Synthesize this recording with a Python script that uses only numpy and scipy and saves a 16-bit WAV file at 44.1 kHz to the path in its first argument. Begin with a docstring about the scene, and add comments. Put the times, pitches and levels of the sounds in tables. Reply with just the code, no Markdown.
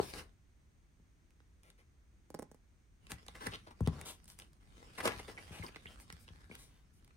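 """Handling a cardboard record sleeve

The sleeve is turned over, set down on a tray and opened, close up in a quiet room. Each knock runs
through the board as a bending wave, treble first and bass last: a quick downward chirp. The spine
creaks, fingers scrape and rub the card, edges click and the gloss squeaks. Underneath, the big panels
wobble and push air over a steady background of low rumble and faint hiss."""
import sys
import numpy as np
from scipy import signal
from scipy.fft import rfft, irfft
from scipy.io import wavfile
from scipy.ndimage import uniform_filter1d

SR = 44100
rng = np.random.default_rng(int(sys.argv[2]) if len(sys.argv) > 2 else 0)


def wav_record(signal):
    """Record a signal, one row per channel, as 16-bit PCM in the file named by sys.argv[1]."""
    frames = np.transpose(np.atleast_2d(signal))
    bounded = np.clip(frames, -1, 1)
    # unit amplitude maps onto the largest positive 16-bit level
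    quanta = np.round(bounded * 32767).astype(np.int16)
    wavfile.write(sys.argv[1], SR, quanta)


N = 315911
HZ = np.fft.rfftfreq(8192, 1 / SR) + 1  # frequency axis of the responses


# Tone of the struck board: freq_hz, gain_db
BOARD_TONE = [(30, 3), (70, 10), (120, 3), (210, -1.5), (300, -12), (420, -12), (600, -21), (1100, -25.5),
              (1500, -37), (3000, -53.5), (8000, -63)]
# Knocks on the board: start_s, peak_db, low_cut_hz, travel_cycles
KNOCK_HITS = [(-.0008, -18, 408, .6), (.002, -36, 85.7, .5), (.997, -62.5, 120, .9),
              (3.1188, -47.5, 70, 1.1), (3.284, -47, 700, 2.5), (3.4685, -40.5, 97, 1),
              (3.8056, -26, 59.4, 1.27), (3.8729, -21.5, 100, 0.87), (3.883, -35, 790, 0.83),
              (4.013, -48, 60, .8), (5.054, -34, 396, 0.67), (5.074, -35.5, 420, 0.75), (5.14, -48, 40, .9),
              (5.165, -49, 35, 1), (5.507, -44, 99, 0.707), (5.595, -39, 76.5, .8), (5.855, -49.5, 40, .85),
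              (6.127, -49, 60, .8), (6.304, -51.5, 35, .8), (6.499, -49.5, 201, .7),
              (6.514, -48, 239, 0.65)]
def knocks(echo_path=3.1, echo_hz=450):
    """Each blow sends out a bending wave; a duller copy returns from the edge of the board."""
    out = np.zeros((2, N))
    for start_s, peak_db, low_cut_hz, cycles in KNOCK_HITS:
        blow = causal(amp(curve(BOARD_TONE, HZ)) / np.sqrt(1 + (low_cut_hz / HZ) ** 6))
        echo = .4 * bending(echo_path * cycles) / (1 + 1j * HZ / echo_hz)
        knock = place(blow * (bending(cycles) + echo), pan_db=3.5, lead_ms=0.11)  # board sits left
        add(out, start_s, amp(peak_db) * knock / abs(knock.mean(0)).max())
    return out


def bending(cycles):
    """Dispersion in the board: every frequency is late by the same number of its own cycles."""
    return np.exp(-2j * np.pi * cycles * np.log((HZ + 10) / HZ[-1]))


# Tone of the hollow spine: freq_hz, gain_db
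SPINE_TONE = [(70, -18), (170, -4.5), (290, 1.5), (390, -5.5), (500, -0.5), (650, -10), (850, -7.5),
              (1250, -20), (2100, -25), (2700, -34.5), (5000, -39)]
# Creaks, two quick slips each: start_s, first_peak_db, second_vs_first_db
SPINE_CREAKS = [(2.3031, -44.5, -18), (2.3431, -38, 2.5), (2.3900, -39, 3), (2.4231, -41.5, 0.5),
                (2.5149, -49, -9), (2.545, -53.5, -12)]
def creaks(gap_s=.0047, travel_cycles=0.662, firm_slip_db=-38, firm_tick_db=-44, grit_s=0.00075):
    """Each slip of the spine sends a hollow bending wave through the board, with a tick of gloss."""
    out, t = np.zeros((2, N)), np.arange(SR // 100) / SR
    hollow = causal(amp(curve(SPINE_TONE, HZ)))
    for start_s, first_db, second_vs_first_db in SPINE_CREAKS:
        for late_s, slip_db in ((0, first_db), (gap_s, first_db + second_vs_first_db)):
            cycles = travel_cycles * (1 + .15 * rng.uniform(-0.94, 1))
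            wave = place(hollow * bending(cycles), pan_db=-4.5)
            wave /= abs(wave.mean(0)).max()
            gloss = contact(body_db=0, fizz_db=11, ring_hz=2050, pan_db=0, lead_ms=-0.13, sheen_db=1)
            grit = rng.choice([-1., 1.], len(t)) * np.exp(-t / grit_s)
            tick = signal.lfilter(grit / np.linalg.norm(grit), 1, gloss)
            tick_db = firm_tick_db + .65 * (slip_db - firm_slip_db)  # light slips keep more tick
            add(out, start_s + late_s, amp(slip_db) * wave + amp(tick_db) * tick)
    return out


# Card sliding on card or skin: start_s, hold_s, level_db (before trim), fizz_db, ring_hz, left_lead_ms
SCRAPE_STROKES = [(.015, 0.082, -57, 4.5, 3800, -0.069), (.13, 0.065, -54, -1, 1390, 0),
                  (1.627, 0.061, -67.5, -4.5, 2090, .32), (1.776, 0.031, -67.5, -6, 2100, .3),
                  (3.095, 0.029, -51, 0, 1890, -.09), (3.346, 0.018, -53, -6, 1880, 0),
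                  (3.4, 0.063, -48.5, -5.5, 1580, .43), (3.463, 0.0026, -38, -11, 1650, .43),
                  (3.515, 0.026, -45, -21, 3300, .36), (3.665, 0.017, -55.5, -11.5, 960, .32),
                  (3.705, 0.0072, -53.5, -9, 1160, .36), (3.906, 0.11, -67, -10, 396, 0),
                  (4.049, 0.057, -48.5, 3.5, 3420, -.09), (4.273, 0.05, -64.5, 7.5, 3500, -.09),
                  (4.378, 0.049, -62, 0, 2940, -.1), (4.976, 0.015, -41, -7, 2070, -.09),
                  (5.002, 0.0045, -36.5, -9.5, 1850, 0), (5.027, 0.034, -42.5, -2, 880, .41),
                  (5.046, 0.028, -35, -4.5, 960, .16), (5.071, 0.0054, -30, -30, 2250, .16),
                  (5.089, 0.05, -47, -11, 1930, .16), (5.189, 0.011, -45, -9.5, 2070, -.09),
                  (5.275, 0.022, -49, -11.5, 1700, 0), (5.378, 0.013, -51.5, -14, 2230, 0),
                  (5.51, 0.082, -52.5, -5, 2700, -.09), (5.628, .02, -47.5, -5, 1300, .34),
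                  (5.661, 0.019, -56, -1.5, 2500, 0), (5.867, 0.064, -61, -5.5, 3030, 0),
                  (6, 0.021, -64, 7.5, 2270, -.09), (6.189, 0.044, -84.5, 20.5, 4770, 0),
                  (6.509, 0.047, -57, -6.5, 2680, -.18), (6.573, .068, -63, 5.5, 3870, -.09),
                  (6.683, 0.11, -71.5, -2, 3000, -0.052), (6.924, 0.058, -85.5, 13, 3430, -.09)]
def scrapes(trim_db=-5, min_attack_s=.004, min_release_s=0.0088):
    """Short slides: a rush of slips swells, holds and lets go. A fizzier stroke has an airier top."""
    out, t = np.zeros((2, N)), np.arange(SR // 5) / SR
    for start_s, hold_s, level_db, fizz_db, ring_hz, lead_ms in SCRAPE_STROKES:
        attack = np.minimum(t / (min_attack_s + 0.2 * hold_s), 1)
        release = np.exp(-np.maximum(t - hold_s, 0) / (min_release_s + 0.26 * hold_s))
        shared, left, right = (slips(len(t), per_s=2500, spread_db=2.5, hiss=0.45) for _ in range(3))
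        friction = unit_rms(shared + .45 * np.array([left, right])) * attack * release
        spot = contact(panel_body_db(ring_hz) + 1, fizz_db, ring_hz,
                       pan_db=2.5, lead_ms=lead_ms, sheen_db=3 + 0.16 * fizz_db)
        scrape = signal.fftconvolve(friction, spot, axes=1)
        add(out, start_s - min_attack_s / 2, amp(level_db + trim_db) * scrape)
    return out


# Edges and nails catching: snap_s, level_db, fizz_db, ring_hz, left_lead_ms
EDGE_CLICKS = [(1.306, -68.5, -1, 2960, 0), (1.4029, -61, -24, 1700, 0.19), (1.633, -61.5, 1.5, 3080, 0.31),
               (1.7022, -57, 2.5, 3590, -.09), (3.068, -51, -6, 2720, .27), (3.1073, -47, 4, 2500, -0.041),
               (3.1183, -39, 2.5, 2760, 0), (3.2646, -53.5, 0, 2030, -0.16),
               (3.2825, -42.5, -4, 3920, 0.29), (3.3533, -47, -16, 2080, 0), (3.4686, -41, 7, 1780, -.45),
               (3.8076, -54.5, 2, 1020, 0), (3.8624, -43, -11, 3600, 0.2), (3.8741, -39.5, -1.5, 3660, 0),
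               (4.0132, -44, 0, 2355, 0), (4.243, -68.5, 12.5, 2050, -0.084),
               (4.256, -62.5, 6, 4750, -0.11), (4.279, -61, 10, 3500, -0.055),
               (4.3007, -50.5, 0, 4940, 0.14), (4.3891, -52.5, 7, 2290, 0), (4.3988, -47.5, -1, 2840, .32),
               (4.4202, -48, -14, 3140, 0.31), (4.5316, -67.5, 4.5, 4480, 0), (5.0555, -30, -2, 2840, 0.22),
               (5.0772, -28.5, -4, 2330, 0), (5.12, -38.5, -15, 2020, .34), (5.3818, -47, -22, 2160, 0),
               (5.69, -52, -13, 1100, 0), (5.7595, -40.5, -17, 1990, -0.12), (5.7663, -49.5, -11, 1640, 0),
               (5.857, -50, -18, 2030, .29), (5.9999, -53, 2, 2300, -0.064), (6.1012, -42, -10, 2120, 0.26),
               (6.1253, -46.5, 1.5, 2120, 0.39), (6.2794, -48, -19, 2680, 0.32),
               (6.2874, -48.5, -28, 3090, 0.36), (6.5523, -52, 8, 2830, -0.063),
               (7.0462, -64.5, 6, 3630, -.07), (7.0777, -62, -1.5, 2030, -.09)]
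def clicks(drag_db=-18, drag_s=.004, snap_decay_s=.0008, chatter_s=0.0017):
    """An edge drags, snaps free and chatters for a moment."""
    out, t = np.zeros((2, N)), np.arange(-SR // 100, SR // 30) / SR
    snap = (t >= 0) * np.exp(-abs(t) / snap_decay_s)
    drag = amp(drag_db) * np.exp(-abs(t) / drag_s)
    drag_and_chatter = np.where(t < 0, drag, np.exp(-abs(t) / chatter_s))
    for snap_s, level_db, fizz_db, ring_hz, lead_ms in EDGE_CLICKS + judder():
        grit = rng.choice([-1., 1.], (3, len(t)))  # left, right, shared
        rattle = unit_rms(drag_and_chatter * (grit[:2] + grit[2]))
        spectrum = rfft(unit_rms(snap * grit[2]) + .7 * rattle)
        # a snap excites all frequencies nearly evenly
        drive = irfft(spectrum / np.sqrt(abs(spectrum) + 1e-9), len(t))
        drive *= np.sqrt(SR / 1000) / np.linalg.norm(drive[0])  # the energy of 1 ms at unit rms
        spot = contact(panel_body_db(ring_hz) - 3.5, fizz_db, ring_hz, pan_db=-1, lead_ms=lead_ms)
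        add(out, snap_s + t[0], amp(level_db) * signal.fftconvolve(drive, spot, axes=1))
    return out


def judder(start_s=3.5357, gap_s=.0052, level_db=-40, fizz_db=-16, ring_hz=3480, lead_ms=0.324):
    """An edge judders along the card: rows for a quick run of five like clicks."""
    return [(start_s + k * gap_s, level_db, fizz_db, ring_hz, lead_ms) for k in range(5)]


# Squeaks of the fold and the gloss: start_s, fade_s, level_db, pitch_hz, left_lead_ms
GLOSS_SQUEAKS = [(3.283, 0.0022, -39, 3510, 0.29), (3.4679, 0.0068, -31.5, 1777, 0.59),
                 (5.003, 0.0049, -30.5, 1900, 0.07), (5.375, 0.0075, -40.5, 1990, 0.15),
                 (5.623, 0.011, -43.5, 1960, -0.11), (5.664, 0.0022, -34, 4800, .43),
                 (5.681, 0.011, -50.5, 2290, 0.031), (5.855, .0071, -44, 1990, 0.3),
                 (5.866, 0.016, -49, 3180, 0), (6.277, 0.0037, -58, 2740, .28),
                 (6.512, 0.0032, -38.5, 2310, 0.306)]
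def squeaks(waver_hz=260, rise_s=0.0026):
    """Glossy card sticks and slips around one pitch for a moment: a short fuzzy tone."""
    out, t = np.zeros((2, N)), np.arange(SR // 12) / SR
    for start_s, fade_s, level_db, pitch_hz, lead_ms in GLOSS_SQUEAKS:
        waver = unit_rms(uniform_filter1d(rng.standard_normal(len(t)), size=60))
        tone = np.sin(2 * np.pi * np.cumsum(pitch_hz + waver_hz * waver) / SR)
        swell = np.minimum(t / rise_s, 1) * np.exp(-(t / fade_s) ** 2)
        position = place(1.0, pan_db=-3.5, lead_ms=lead_ms)
        add(out, start_s, amp(level_db) * signal.fftconvolve((tone * swell)[None], position, axes=1))
    return out


# Hands lifting the sleeve: time_s, effort_db
LIFT_MOVE = [(0, -53), (.1, -58.5), (.19, -53.5), (.25, -80), (.36, -100.5)]
# Hands turning it over: time_s, effort_db
TURN_MOVE = [(3.0, -100), (3.114, -71), (3.248, -75.5), (3.484, -65), (3.744, -90), (3.988, -63.5),
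             (4.114, -79), (4.456, -78.5), (4.6, -90)]
# Hands opening it: time_s, effort_db
OPEN_MOVE = [(4.6, -81.5), (4.96, -66), (5.17, -61.5), (5.33, -64.5), (5.5, -62), (5.65, -69), (6.35, -73),
             (6.64, -76), (6.77, -88), (7.16, -84)]
USUAL_RUB_DB = -72.5
def hand_effort():
    """How hard the hands rub: 1 for an ordinary rub, 0 while they rest."""
    t = np.arange(N) / SR
    moves = map(np.transpose, (LIFT_MOVE, TURN_MOVE, OPEN_MOVE))
    return sum(np.interp(t, time_s, amp(effort_db - USUAL_RUB_DB), 0, 0) for time_s, effort_db in moves)


# Stereo image of the rubbing: freq_hz, left_right_correlation
RUB_IMAGE = [(100, 0.99), (400, 0.82), (1000, -0.72), (2000, -.1), (5000, 0.16), (12000, 0.34)]
def rubbing(body_db=-2.5, fizz_db=-6, waver_db=2):
    """Hands drift over the card with uneven pressure; the same slips feed body, rasp and fizz."""
    out, effort = np.zeros((2, N)), hand_effort()
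    grains = np.array([slips(N, per_s=900, spread_db=0.5, hiss=1) for _ in range(2)])
    grains = wandering(grains + .4 * crackle(), depth_db=3.4)
    pressure = amp(waver_db * unit_rms(uniform_filter1d(rng.standard_normal(N), size=700)))
    body, rasp, fizz = card_bands()
    for band, trim_db, drive in ((body, body_db, effort ** 0.78), (rasp, 0, effort),
                                 (fizz, fizz_db, effort)):
        out += amp(USUAL_RUB_DB + trim_db) * drive * pressure * stereo_noise(grains, band, RUB_IMAGE)
    return out


def slips(size, per_s, spread_db, hiss):
    """Friction: many tiny slips of uneven size over a smooth hiss."""
    sizes = amp(spread_db * np.minimum(rng.exponential(1, size), 3.5)) * rng.choice([-1, 1], size)
    slipping = rng.random(size) < per_s / SR
    return unit_rms(unit_rms(sizes * slipping) + hiss * rng.standard_normal(size))


def crackle(per_s=45, cutoff_hz=3000):
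    """Now and then a few fibres of the fold give way at once."""
    pops = np.array([slips(N, per_s, spread_db=4, hiss=0) for _ in range(2)])
    return unit_rms(signal.lfilter(*signal.butter(1, cutoff_hz, fs=SR), pops))


def wandering(x, depth_db):
    """The resonances of the card shift as the point of contact moves."""
    frames = signal.stft(x, nperseg=512)[2]
    patches = rng.standard_normal(frames.shape[1:])
    for axis, size in ((0, 3), (0, 4), (1, 6), (1, 9)):  # smooth over frequency, then time
        patches = uniform_filter1d(patches, size, axis)
    frames = frames * amp(depth_db * unit_rms(patches))
    return unit_rms(signal.istft(frames, nperseg=512)[1][:, :N])


# Tone of rubbed card: freq_hz, gain_db
CARD_TONE = [(100, 0.5), (280, 0.5), (450, 1), (650, -1.5), (950, 0), (1400, -2.5), (1900, -4),
             (3200, -6.5), (5000, -10), (7000, -15.5), (9400, -9.5), (11000, -20), (15500, -24)]
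def card_bands(low_cut_hz=170, body_hz=1200, fizz_hz=5500):
    """Rubbed card in three equal-power parts: body of the panel, rasp of fibres, fizz of the gloss."""
    card = amp(curve(CARD_TONE, HZ)) / np.sqrt(1 + (low_cut_hz / HZ) ** 4)
    body = 1 / (1 + (HZ / body_hz) ** 6)
    fizz = 1 / (1 + (fizz_hz / HZ) ** 8)
    rasp = (1 - body) * (1 - fizz)
    return [unit_rms(card * np.sqrt(share)) for share in (body, rasp, fizz)]


def contact(body_db, fizz_db, ring_hz, pan_db, lead_ms, sheen_db=0, ring_db=8, ring_q=6):
    """The response of one spot of the sleeve: one strong resonance among many chance ones."""
    body, rasp, fizz = card_bands()
    ring = amp(ring_db / (1 + (ring_q * np.log(HZ / ring_hz)) ** 2))
    sheen = amp(sheen_db / (1 + (10500 / HZ) ** 10))  # high shelf
    glossy_fizz = amp(fizz_db) * unit_rms(fizz * sheen)
    tone = np.sqrt((amp(body_db) * body) ** 2 + unit_rms(rasp * ring) ** 2 + glossy_fizz ** 2)
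    ripple = unit_rms(uniform_filter1d(uniform_filter1d(rng.standard_normal(len(HZ)), 30), 20))
    chance_modes = unit_rms(amp(3.5 * np.tanh(ripple)))
    return place(causal(tone * chance_modes) * bending(cycles=1.1), pan_db, lead_ms)


def panel_body_db(ring_hz, db_per_octave=6.5, middle_hz=1905):
    """The lower a spot rings, the more of the panel moves with it."""
    return db_per_octave * np.log2(middle_hz / ring_hz)


# Tone of the flexing panels: freq_hz, gain_db
PANEL_TONE = [(20, -19.5), (45, 1), (65, -2), (120, -6.5), (200, -11), (400, -23), (1000, -56)]
# Stereo image of the flexing and the background: freq_hz, left_right_correlation
BED_IMAGE = [(60, 0.85), (300, 0.66), (800, 0), (2000, 0), (10000, 0.5)]
def flexing(held_db=-70.5, moved_db=-63.5):
    """The big panels wobble and push air, more so when the hands move them."""
    level = np.hypot(amp(held_db), amp(moved_db) * hand_effort() ** .4)
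    return level * stereo_noise(rng.standard_normal((2, N)), amp(curve(PANEL_TONE, HZ)), BED_IMAGE)


# Colour of the background noise: freq_hz, gain_db
BACKGROUND_TONE = [(20, -19), (36, -7.5), (62, -3), (115, -16), (160, -24), (340, -24.5), (470, -31.5),
                   (750, -33.5), (2200, -34.5), (2900, -40), (5200, -43.5), (6400, -38), (7600, -48),
                   (8500, -40.5), (10800, -55.5), (14200, -52), (16000, -57)]
def background(level_db=-67.5):
    """A steady low rumble and a faint, unevenly coloured hiss."""
    tone = amp(curve(BACKGROUND_TONE, HZ))
    return amp(level_db) * stereo_noise(rng.standard_normal((2, N)), tone, BED_IMAGE)


# Decay of the room: freq_hz, t60_s
ROOM_DECAY = [(100, 0.32), (500, 0.18), (2000, 0.22), (8000, 0.12), (16000, 0.04)]
def room(x, near_db=-12, near_s=0.0055, tail_db=-15, bass_hz=350):
    """Quick reflections from the tray and the facing panel, then a short furnished-room tail."""
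    age = np.arange(SR // 2) / SR
    echoes = rng.choice([-1., 1.], (2, len(age))) * (rng.random((2, len(age))) < 3000 / SR)
    near = echoes * (age > .001) * np.exp(-age / near_s)
    near = signal.lfilter(*signal.butter(1, 700, "high", fs=SR), near)
    hz, t, frames = signal.stft(echoes * (age > .007), SR, nperseg=256)
    frames += (frames[0] - frames) / (1 + (hz[:, None] / bass_hz) ** 4)  # bass reaches both sides alike
    decay = amp(-60 * t / curve(ROOM_DECAY, hz)[:, None])
    tail = signal.istft(frames * decay, SR, nperseg=256)[1][:, :len(age)]
    response = amp(near_db) * near / np.linalg.norm(near[0])
    response += amp(tail_db) * tail / np.linalg.norm(tail[0])
    return signal.fftconvolve(x, response, axes=1)[:, :N]


def amp(db):
    """Decibels to gain."""
    return 10 ** (np.asarray(db) / 20)


def unit_rms(x):
    """Scales to an rms of 1."""
    return x / np.sqrt(np.mean(abs(x) ** 2) + 1e-20)


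def curve(points, hz):
    """Reads a table along a log-frequency axis."""
    freq_hz, value = np.transpose(points)
    return np.interp(np.log(hz + 1), np.log(freq_hz + 1), value)


def add(mix, start_s, sound):
    """Lays a stereo sound into the mix."""
    at = round(start_s * SR)
    sound = sound[:, max(-at, 0):]
    part = mix[:, max(at, 0):][:, :sound.shape[1]]
    part += sound[:, :part.shape[1]]


def causal(gain):
    """The minimum-phase response with this gain: it starts at once and rings afterwards."""
    log_gain = np.log(np.maximum(gain, 1e-6 * gain.max()))
    mirrored = np.concatenate([log_gain, log_gain[-2:0:-1]])
    return gain * np.exp(-1j * signal.hilbert(mirrored).imag[:len(gain)])


def place(response, pan_db, lead_ms=0):
    """Left and right impulse responses; positive values make the left louder and earlier."""
    delay_s = np.maximum([[-lead_ms], [lead_ms]], 0) / 1000
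    return irfft(response * np.exp(-2j * np.pi * HZ * delay_s)) * amp([[pan_db / 2], [-pan_db / 2]])


def stereo_noise(noise, gain, image):
    """Colours two noises and makes them partly alike."""
    hz = np.fft.rfftfreq(N, 1 / SR)
    left, other = rfft(noise)
    likeness = np.clip(curve(image, hz), -1, 1)
    right = likeness * left + np.sqrt(1 - likeness ** 2) * other
    return unit_rms(irfft(np.array([left, right]) * np.interp(hz, HZ, gain), N))


def scene():
    """The sleeve in its room."""
    sleeve = knocks() + creaks() + scrapes() + clicks() + squeaks() + rubbing()
    return sleeve + room(sleeve) + flexing() + background()


def record(dry):
    """A steep high cut at 16 kHz."""
    high_cut = signal.firwin(511, 16000, window=("kaiser", 9), fs=SR)
    return signal.oaconvolve(dry, high_cut[None], "same")


dry = scene()
out = record(dry)
wav_record(out)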